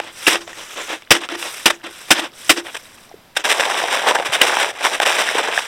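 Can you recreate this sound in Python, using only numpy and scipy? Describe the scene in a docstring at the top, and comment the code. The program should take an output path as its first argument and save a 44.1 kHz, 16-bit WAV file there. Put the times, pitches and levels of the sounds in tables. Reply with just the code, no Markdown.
"""Shovelling icy snow

A plastic shovel chops five times into crusty snow, scuffing free and skating back in between blows,
then is pushed through the broken crust. The crunch is brittle fracture: a swarm of tiny snaps of ice.
The blade booms in its modes while it is free and is damped once loaded with snow.
Outdoors and close, the hardest blows overload the recorder."""
import sys
import numpy as np
from scipy import signal
from scipy.fft import rfft, irfft, next_fast_len
from scipy.io import wavfile
from scipy.ndimage import map_coordinates

SR = 44100
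rng = np.random.default_rng(int(sys.argv[2]) if len(sys.argv) > 2 else 0)


def to_wav(sig):
    """Store sig (one row per channel, or 1-D mono) as 16-bit WAV at the path in sys.argv[1].

    Samples outside -1..1 are clipped; the rate is SR.
    """
    pcm = np.clip(np.atleast_2d(sig), -1, 1) * 32767
    pcm = np.round(pcm).astype(np.int16)
    wavfile.write(sys.argv[1], SR, pcm.T)  # frames by channels


N = 250047


def amp(db):
    """Decibels to amplitude ratio."""
    return 10 ** (np.asarray(db) / 20)


def unit(x):
    """Normalisation to rms 1."""
    return x / np.sqrt(np.mean(x ** 2) + 1e-20)


def add(track, onset, sound):
    """Superposition of a sound on the track, onset in seconds."""
    start = max(0, round(onset * SR))
    track[start:start + len(sound)] += sound[:max(0, N - start)]


def wobble(rate):
    """Random modulation: a smooth curve with rate knots a second."""
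    knots = rng.standard_normal(int(N * rate / SR) + 4)
    return map_coordinates(knots, [np.arange(N) * rate / SR])


def filtered(x, response):
    """Zero-phase filtering: the spectrum times a function of frequency."""
    size = next_fast_len(len(x) + 8192)
    return irfft(rfft(x, size) * response(np.fft.rfftfreq(size, 1 / SR)), size)[:len(x)]


def below(hz, edge_hz, order=8):
    """Low-pass response with a soft edge."""
    return 1 / (1 + (hz / edge_hz) ** order)


def coloured(x, spectrum, size=4096):
    """Minimum-phase filtering by (f/Hz, level/dB) points; white noise keeps its power."""
    hz, db = np.transpose(spectrum)
    gain = amp(np.interp(np.log(np.fft.rfftfreq(size, 1 / SR) + 1), np.log(hz), db))
    cepstrum = irfft(np.log(np.maximum(gain, 1e-6)))
    cepstrum[1:size // 2] *= 2
    cepstrum[size // 2 + 1:] = 0
    response = irfft(np.exp(rfft(cepstrum)))
    return signal.fftconvolve(x, response / np.linalg.norm(response))[:len(x)]


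def burst(t, length, rise, t60):
    """Envelope of a contact: rise, hold, exponential decay; times in seconds."""
    return (1 - np.exp(-t / rise)) * amp(-60 * np.maximum(t - length, 0) / t60)


def stroke(onset, length, swell_db, rise, t60):
    """Envelope of an arm movement: it takes hold, swells or sags steadily, then lets go."""
    t = np.maximum(np.arange(N) / SR - onset, 0)
    return burst(t, length, rise, t60) * amp(swell_db * np.minimum(t / length, 1))


def fractures(n, rate, spread_db, powder):
    """Acoustic emission: ice grains snap at random, many small and a few large, over a powder hiss."""
    snaps = (rng.random(n) < rate / SR) * rng.choice([-1, 1], n)
    sizes = amp(spread_db * np.minimum(rng.standard_normal(n), 2))
    return unit(unit(snaps * sizes) + powder * rng.standard_normal(n))


def chips(rate, centre_hz, octaves, cycles, spread_db, size=256):
    """Damped oscillation: colliding bits of ice each tick at a pitch set by their size."""
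    draws = rng.standard_normal((int(rate * N / SR), 2))
    starts = rng.integers(0, N, len(draws))
    hz = np.minimum(centre_hz * 2 ** (octaves * draws[:, :1]), SR / 2)
    turns = hz * np.arange(size) / SR
    strength = hz * amp(spread_db * np.minimum(draws[:, 1:], 2))  # quicker contacts radiate more
    taper = np.minimum(1, np.linspace(2, 0, size))
    ticks = strength * np.sin(2 * np.pi * turns) * np.exp(-turns / cycles) * taper
    samples = starts[:, None] + np.arange(size)
    return unit(np.bincount(samples.ravel(), ticks.ravel(), minlength=N)[:N])


def friction_bands(grains):
    """Crossover filtering into low rub, middle crunch and high fizz, each at rms 1."""
    low = filtered(grains, lambda hz: below(hz, 1000))
    low_and_middle = filtered(grains, lambda hz: below(hz, 4300))
    return unit(low), unit(low_and_middle - low), unit(grains - low_and_middle)


# Spectrum of still outdoor air: f/Hz, relative level/dB
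AIR_SPECTRUM = [(15, -12), (25, -19.5), (144, -13.5), (229, -14), (500, -16.5), (572, -15), (930, -17.5),
                (4570, -26), (15800, -38.5)]
def air():
    """Ambient noise: a faint, low background whose level wavers."""
    return amp(-50 + 1.3 * wobble(3.38)) * coloured(rng.standard_normal(N), AIR_SPECTRUM)


# Spectrum of loose ice in motion: f/Hz, relative level/dB
LOOSE_ICE_SPECTRUM = [(88, -69.5), (150, -29.5), (249, -15.5), (327, -7.5), (397, -5), (564, -3.5),
                      (660, -6), (1360, -1.5), (2430, -2.5), (3530, -3), (4370, -13), (5630, -7.5),
                      (6840, -14.5), (8310, -12), (15800, -39.5)]
def crystals():
    """Granular friction: loose crystals snap and tick under the light, empty blade."""
    snaps = fractures(N, rate=4000, spread_db=2.5, powder=0.45) * amp(3 * wobble(90))
    ticks = chips(rate=3000, centre_hz=3200, octaves=1.1, cycles=4, spread_db=3)
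    return unit(coloured(snaps + 0.73 * ticks, LOOSE_ICE_SPECTRUM))


# Modes of the free blade: f/Hz, relative level/dB, T60/s
BLADE_MODES = [(225, -8, 0.17), (280, -18.5, 0.11), (325.7, 0, 0.086), (343, -1.5, 0.45),
               (421, -13.5, 0.29), (770, -11.5, 0.052), (1520, -44, 0.047), (1950, -4, .07),
               (2100, -4.5, 0.059), (2760, -17.5, 0.051), (3200, -21, 0.093)]
def blade(force, damping_db_per_s=110, chatter_db=2.5):
    """Modal resonance: the driven blade rings, damped by snow and chattering on the ice."""
    t = np.arange(SR // 3) / SR
    ring = sum(amp(db - 60 * t / t60 - damping_db_per_s * t) * np.sin(2 * np.pi * hz * t)
               for hz, db, t60 in BLADE_MODES)
    chatter = unit(amp(chatter_db * wobble(120)))
    return signal.fftconvolve(force, ring / np.linalg.norm(ring))[:N] * chatter


# The blade wrenched free and drawn back: t/s, length/s, level/dB, relative fizz/dB, blade drive/dB
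SCUFF_STROKES = [(0, 0.1, -35, -9, -8.5), (0.316, 0.043, -19, -10, -8), (0.404, 0.0095, -28.5, -5, -8),
                 (0.468, 0.041, -37, -8.5, -6), (0.56, 0.072, -37.5, -4, -17),
                 (0.755, 0.068, -27, -17, -27), (0.88, 0.067, -25, -14, -21),
                 (1.125, 0.042, -19.5, -6.5, -4.5), (1.202, 0.045, -28, -10, -11),
                 (1.292, 0.064, -26, -11, -6), (1.406, 0.078, -30, -5, -33),
                 (1.705, 0.034, -31.5, -15, -4.5), (1.83, 0.041, -28, -12.5, -3),
                 (2.144, 0.051, -20, -10.5, -9.5), (2.217, 0.04, -27, -11.5, -7.5),
                 (2.557, 0.029, -21.5, -7, -6), (2.645, 0.053, -32, -26, -20), (3.362, 0.05, -28, -13, -20)]
def scuffs(rub_db=-5, crunch_db=-2, hum_db=-8):
    """Frictional excitation: short rubs on the crust drive the blade; the freer it is, the more hum."""
    rub, crunch, fizz = friction_bands(crystals())
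    out, force = np.zeros(N), np.zeros(N)
    for onset, length, db, fizz_db, drive_db in SCUFF_STROKES:
        scrape = amp(rub_db) * rub + amp(crunch_db) * crunch + amp(fizz_db) * fizz
        rasp = amp(db) * stroke(onset, length, swell_db=0, rise=0.0094, t60=0.097) * scrape
        out += rasp
        force += amp(drive_db) * rasp
    return out + amp(hum_db) * blade(force)


# Spectrum of crust breaking under pressure: f/Hz, relative level/dB
CRUST_SPECTRUM = [(59, -86.5), (100, -36.5), (276, -12.5), (450, -2.5), (850, 0), (1300, -1.5), (1600, 2),
                  (3590, -1.5), (4340, -13), (5720, -6), (6630, -13.5), (7530, -10), (8740, -11),
                  (12500, -27.5), (15800, -33.5)]
# Hard lumps striking the blade: t/s, level/dB, f/Hz
LUMP_HITS = [(.001, -5, 845), (.357, -4.5, 2760), (.477, -18.5, 720), (.531, -21.5, 1900),
             (1.022, -26, 2280), (1.152, -2.5, 2940), (1.237, -13.5, 1770), (1.289, -10.5, 1400),
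             (1.427, -9, 2800), (2.668, -16, 1930), (2.767, -18, 2500), (2.855, -30, 3780),
             (2.995, -44, 5000), (3.369, -3, 3660), (3.583, -12, 1210), (3.609, -8, 2100),
             (3.636, -4, 1650), (3.839, -9.5, 890), (3.884, -8.5, 1670), (3.953, -7.5, 1120),
             (4.111, 1, 993), (4.155, -3, 920), (4.199, -8, 650), (4.43, -16, 2140), (4.57, -4, 1030),
             (5.001, 2.5, 832), (5.068, -2.5, 598), (5.087, -7, 680), (5.403, -13.5, 875),
             (5.486, -10, 1690), (5.576, -6, 1840)]
def lumps(click=7, cutoff_ratio=7):
    """Impact excitation: a lump clicks, crumbles and rings briefly; big, low ones are duller."""
    out, t = np.zeros(N), np.arange(SR // 16) / SR
    for onset, db, hz in LUMP_HITS:
        crumble = rng.standard_normal(len(t)) * amp(-60 * t / 0.014)
        crack = coloured(click * (t == 0) + crumble, CRUST_SPECTRUM)
        lowpass_pole = np.exp(-np.pi * cutoff_ratio * hz / SR)
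        crack = signal.lfilter([1], [1, -lowpass_pole], crack)
        knock = np.sin(2 * np.pi * hz * t) * burst(t, length=0, rise=0.0023, t60=0.019)
        add(out, onset, amp(db) * (crack / np.abs(crack).max() + 0.91 * knock))
    return out


def trickle(level_db=-51.5, until_s=3.05):
    """Granular flow: dislodged crumbs run into the hole during the chopping, then come to rest."""
    flow = burst(np.arange(N) / SR, until_s, rise=0.5, t60=0.8)
    crumbs = chips(rate=400, centre_hz=2200, octaves=0.9, cycles=3, spread_db=6)
    return amp(level_db) * flow * unit(coloured(crumbs, LOOSE_ICE_SPECTRUM))


# Light passes, mostly into the next blow: t/s, length/s, level/dB, swell/dB, relative fizz/dB
GLIDE_STROKES = [(0.107, 0.16, -46, 15, 0.5), (0.505, 0.43, -41.5, 5.5, -5.5), (1.368, .29, -31.5, -6.5, 0),
                 (1.872, 0.3, -42.5, 2, -1.5), (2.319, 0.18, -50.5, 15.5, 2.5),
                 (2.631, 0.42, -45, -10.5, 2)]
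def glides(rub_db=-10, sheen_db=12.5):
    """Sliding friction under light load: the blade skates over crystals with a thin, bright hiss."""
    bright = filtered(crystals(), lambda hz: amp(sheen_db * (1 - below(hz, 9000, order=4))))
    rub, crunch, fizz = friction_bands(bright)
    out = np.zeros(N)
    for onset, length, db, swell_db, fizz_db in GLIDE_STROKES:
        hiss = amp(rub_db) * rub + crunch + amp(fizz_db) * fizz
        out += amp(db) * stroke(onset, length, swell_db, rise=0.023, t60=0.31) * hiss
    return out


# Spectrum of ice breaking under a blow: f/Hz, relative level/dB
STRUCK_ICE_SPECTRUM = [(59, -26), (100, -27), (321, -4), (748, -1.5), (1070, -3.5), (1440, 0), (1600, -0.5),
                       (2720, 2.5), (3820, -3.5), (4340, -10), (5250, -2), (6630, -9.5), (7530, -7.5),
                       (9110, -9.5), (15800, -28)]
# Edge impacts: t/s, crush level/dB, crush length/s, T60/s, thud/dB, blade drive/dB, knock f/Hz, knock/dB
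EDGE_BLOWS = [(.267, -8.5, 0.0027, 0.2, -58, -29, 2750, 2), (0.277, -5, 0.0073, 0.022, -50, -8, 388, -6),
              (1.106, 0.5, 0.0034, 0.025, -32, -0.5, 5800, -5),
              (1.113, 6.5, 0.0014, 0.053, -18, -20, 470, 4.5),
              (1.6567, 1, 0.0021, 0.075, -47, -15, 660, -18), (2.105, 0, 0.012, 0.063, -66, -9, 734, -8.5),
              (2.4932, -1.5, 0.012, 0.075, -35.5, -7.5, 704, -16),
              (4.414, 1, 0.004, 0.0073, -27, -5, 2940, 3)]
def chops(thud_hz=170, deepest_hz=60, boom_db=-7.5):
    """Impulsive loading: the edge crushes the crust, thumps the ground, knocks and booms the blade."""
    out, force, t = np.zeros(N), np.zeros(N), np.arange(SR // 5) / SR
    ground = lambda hz: below(hz, thud_hz, order=3) * (1 - below(hz, deepest_hz, order=1))
    for onset, db, length, t60, thud_db, drive_db, knock_hz, knock_db in EDGE_BLOWS:
        envelope = burst(t, length, rise=0.0021, t60=t60)
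        snaps = fractures(len(t), rate=5000, spread_db=5, powder=0.6)
        crush = coloured(envelope * snaps, STRUCK_ICE_SPECTRUM)
        thud = envelope * unit(filtered(rng.standard_normal(len(t)), ground))
        knock = np.sin(2 * np.pi * knock_hz * t) * burst(t, length / 2, rise=0.0012, t60=0.02)
        add(out, onset, amp(db) * crush + amp(thud_db) * thud + amp(knock_db) * knock)
        add(force, onset, amp(db + drive_db) * crush)
    return out + amp(boom_db) * blade(force)


# Slabs giving way: t/s, level/dB, length/s, tilt/dB (applied once in the bass, twice in the treble)
SLAB_BREAKS = [(0.296, -31.5, 0.041, 9.5), (1.671, -13.5, 0.012, 0), (1.698, -10.5, 0.01, -1.5),
               (2.191, -25.5, 0.0091, 3.5), (2.743, -22, 0.01, -1), (2.764, -34, .005, 6.5),
               (3.352, -39.5, 0.0067, 3), (3.364, -21.5, 0.01, 5), (3.44, -8.5, 0.019, -2),
               (3.487, -21, 0.039, 5.5), (3.594, -1, 0.015, -6), (3.642, -17, 0.018, -1),
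               (3.768, -21, 0.032, .5), (3.896, -15.5, 0.056, -1), (4.068, -13, 0.037, -2),
               (4.148, -18, 0.0084, 1), (4.247, -13, 0.023, -2.5), (4.318, -15, 0.037, 1),
               (4.586, -9, 0.045, -3.5), (4.831, -8, 0.042, -7), (4.917, -13, 0.039, -3),
               (5.01, -5, 0.025, -5), (5.057, -16, 0.013, 2), (5.176, -12.5, 0.044, -3),
               (5.392, -1, 0.029, -29.5)]
def slabs(rise_share=0.3, tilt_hz=1700):
    """Brittle failure: pieces of crust give way in short, dense crunches."""
    out, t = np.zeros(N), np.arange(SR // 6) / SR
    for onset, db, length, tilt_db in SLAB_BREAKS:
        snaps = fractures(len(t), rate=3500, spread_db=6, powder=0.3)
        envelope = burst(t, length, rise=rise_share * length, t60=0.036)
        crunch = coloured(snaps * envelope, CRUST_SPECTRUM)
        tilt = lambda hz: amp(tilt_db * (2 - below(hz, tilt_hz, order=2)))
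        add(out, onset, amp(db) * filtered(crunch, tilt))
    return out


# Gaussian showers of crystals: centre t/s, level/dB, spread/s
SHOWERS = [(.60, -45, 0.17), (.80, -39, 0.055), (.92, -41.5, 0.038), (1.745, -42, 0.015),
           (3.405, -38, 0.01)]
def spray():
    """Shot noise: flung crystals rain onto the snow as fine, high ticks."""
    t = np.arange(N) / SR
    envelope = sum(amp(db) * np.exp(-((t - centre) / spread) ** 2 / 2) for centre, db, spread in SHOWERS)
    return envelope * chips(rate=1500, centre_hz=6600, octaves=0.12, cycles=4, spread_db=3)


# Frozen clods landing on the blade and the ground: t/s, level/dB, f/Hz
CLOD_HITS = [(3.114, -31, 736), (3.141, -28, 413), (3.597, -10.5, 530), (3.838, -9, 674), (4.156, -12, 940),
             (4.165, -11, 1680), (4.199, -14, 560), (4.292, -33, 143), (5.40, -12.5, 510),
             (5.486, -15.5, 480), (5.576, -11.5, 716), (5.577, -3.5, 1660)]
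def clods(contact_s=0.0013, reference_hz=1000):
    """Contact time shapes each hollow knock: bigger, lower clods stay in contact longer."""
    out, t = np.zeros(N), np.arange(SR // 16) / SR
    for onset, db, hz in CLOD_HITS:
        contact = contact_s * np.sqrt(reference_hz / hz)
        envelope = t / contact * np.exp(1 - t / contact)
        add(out, onset, amp(db) * envelope * np.sin(2 * np.pi * hz * t))
    return out


# Shoves through broken crust: t/s, length/s, level/dB, swell/dB, relative rub/dB, relative fizz/dB
SHOVE_STROKES = [(3.438, 0.66, -25, 1, -1.5, -5.5), (4.065, .16, -26, -3.5, 4.5, -8),
                 (4.231, .19, -37.5, 18, -3, -8.5), (4.411, 0.29, -17, -10, -3, -6.5),
                 (4.722, 0.13, -40.5, 22, -5.5, -9.5), (4.834, 0.2, -21, -17, -0.5, -4),
                 (5.047, 0.281, -17, -6.5, -4, -6), (5.333, .2, -20.5, -3.5, -1.5, -10.5),
                 (5.532, 0.18, -23.5, -11, -9.5, -5)]
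def shoves(chunks_db=-10, fizz_db_per_s=-6):
    """Stick-slip: the loaded blade catches and slips, so snaps, chips and chunks come in clumps."""
    t = np.arange(N) / SR
    catches = amp(1.7 * wobble(130) + 0.7 * wobble(35))
    snaps = fractures(N, rate=2400, spread_db=4, powder=0.45)
    ticks = chips(rate=2400, centre_hz=2400, octaves=1.1, cycles=3, spread_db=4)
    chunks = chips(rate=140, centre_hz=1000, octaves=0.7, cycles=1.5, spread_db=3)
    grains = catches * (snaps + 0.54 * ticks + amp(chunks_db) * chunks)
    rub, crunch, fizz = friction_bands(coloured(grains, CRUST_SPECTRUM))
    out = np.zeros(N)
    for onset, length, db, swell_db, rub_db, fizz_db in SHOVE_STROKES:
        dulling_db = fizz_db_per_s * np.clip(t - onset, 0, length)  # snow piles up on the blade
        scrape = amp(rub_db) * rub + crunch + amp(fizz_db + dulling_db) * fizz
        out += amp(db) * stroke(onset, length, swell_db, rise=0.012, t60=0.094) * scrape
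    return out


def scene():
    """Superposition of all sources at one close point."""
    impacts = chops() + slabs() + lumps() + clods() + spray()
    sliding = glides() + scuffs() + trickle() + shoves()
    return (impacts + sliding + air())[None]


# Peaks and dips that colour the whole sound: f/Hz, width/Hz, gain/dB
COLOUR_BANDS = [(3820, 220, 1.5), (4380, 92, -9), (6690, 460, -4.5), (13100, 1600, 4.5)]
def record(dry, ceiling=0.99, order=8, top_hz=15950):
    """Fixed peaks and dips colour the sound, saturation flattens the loudest peaks, and the band is limited."""
    colour = lambda hz: amp(sum(db * np.exp(-((hz - centre) / width) ** 2)
                              for centre, width, db in COLOUR_BANDS))
    picked_up = filtered(dry[0], colour)
    saturated = picked_up / (1 + np.abs(picked_up / ceiling) ** order) ** (1 / order)
    return filtered(saturated, lambda hz: hz < top_hz)[None]


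dry = scene()
out = record(dry)
to_wav(out)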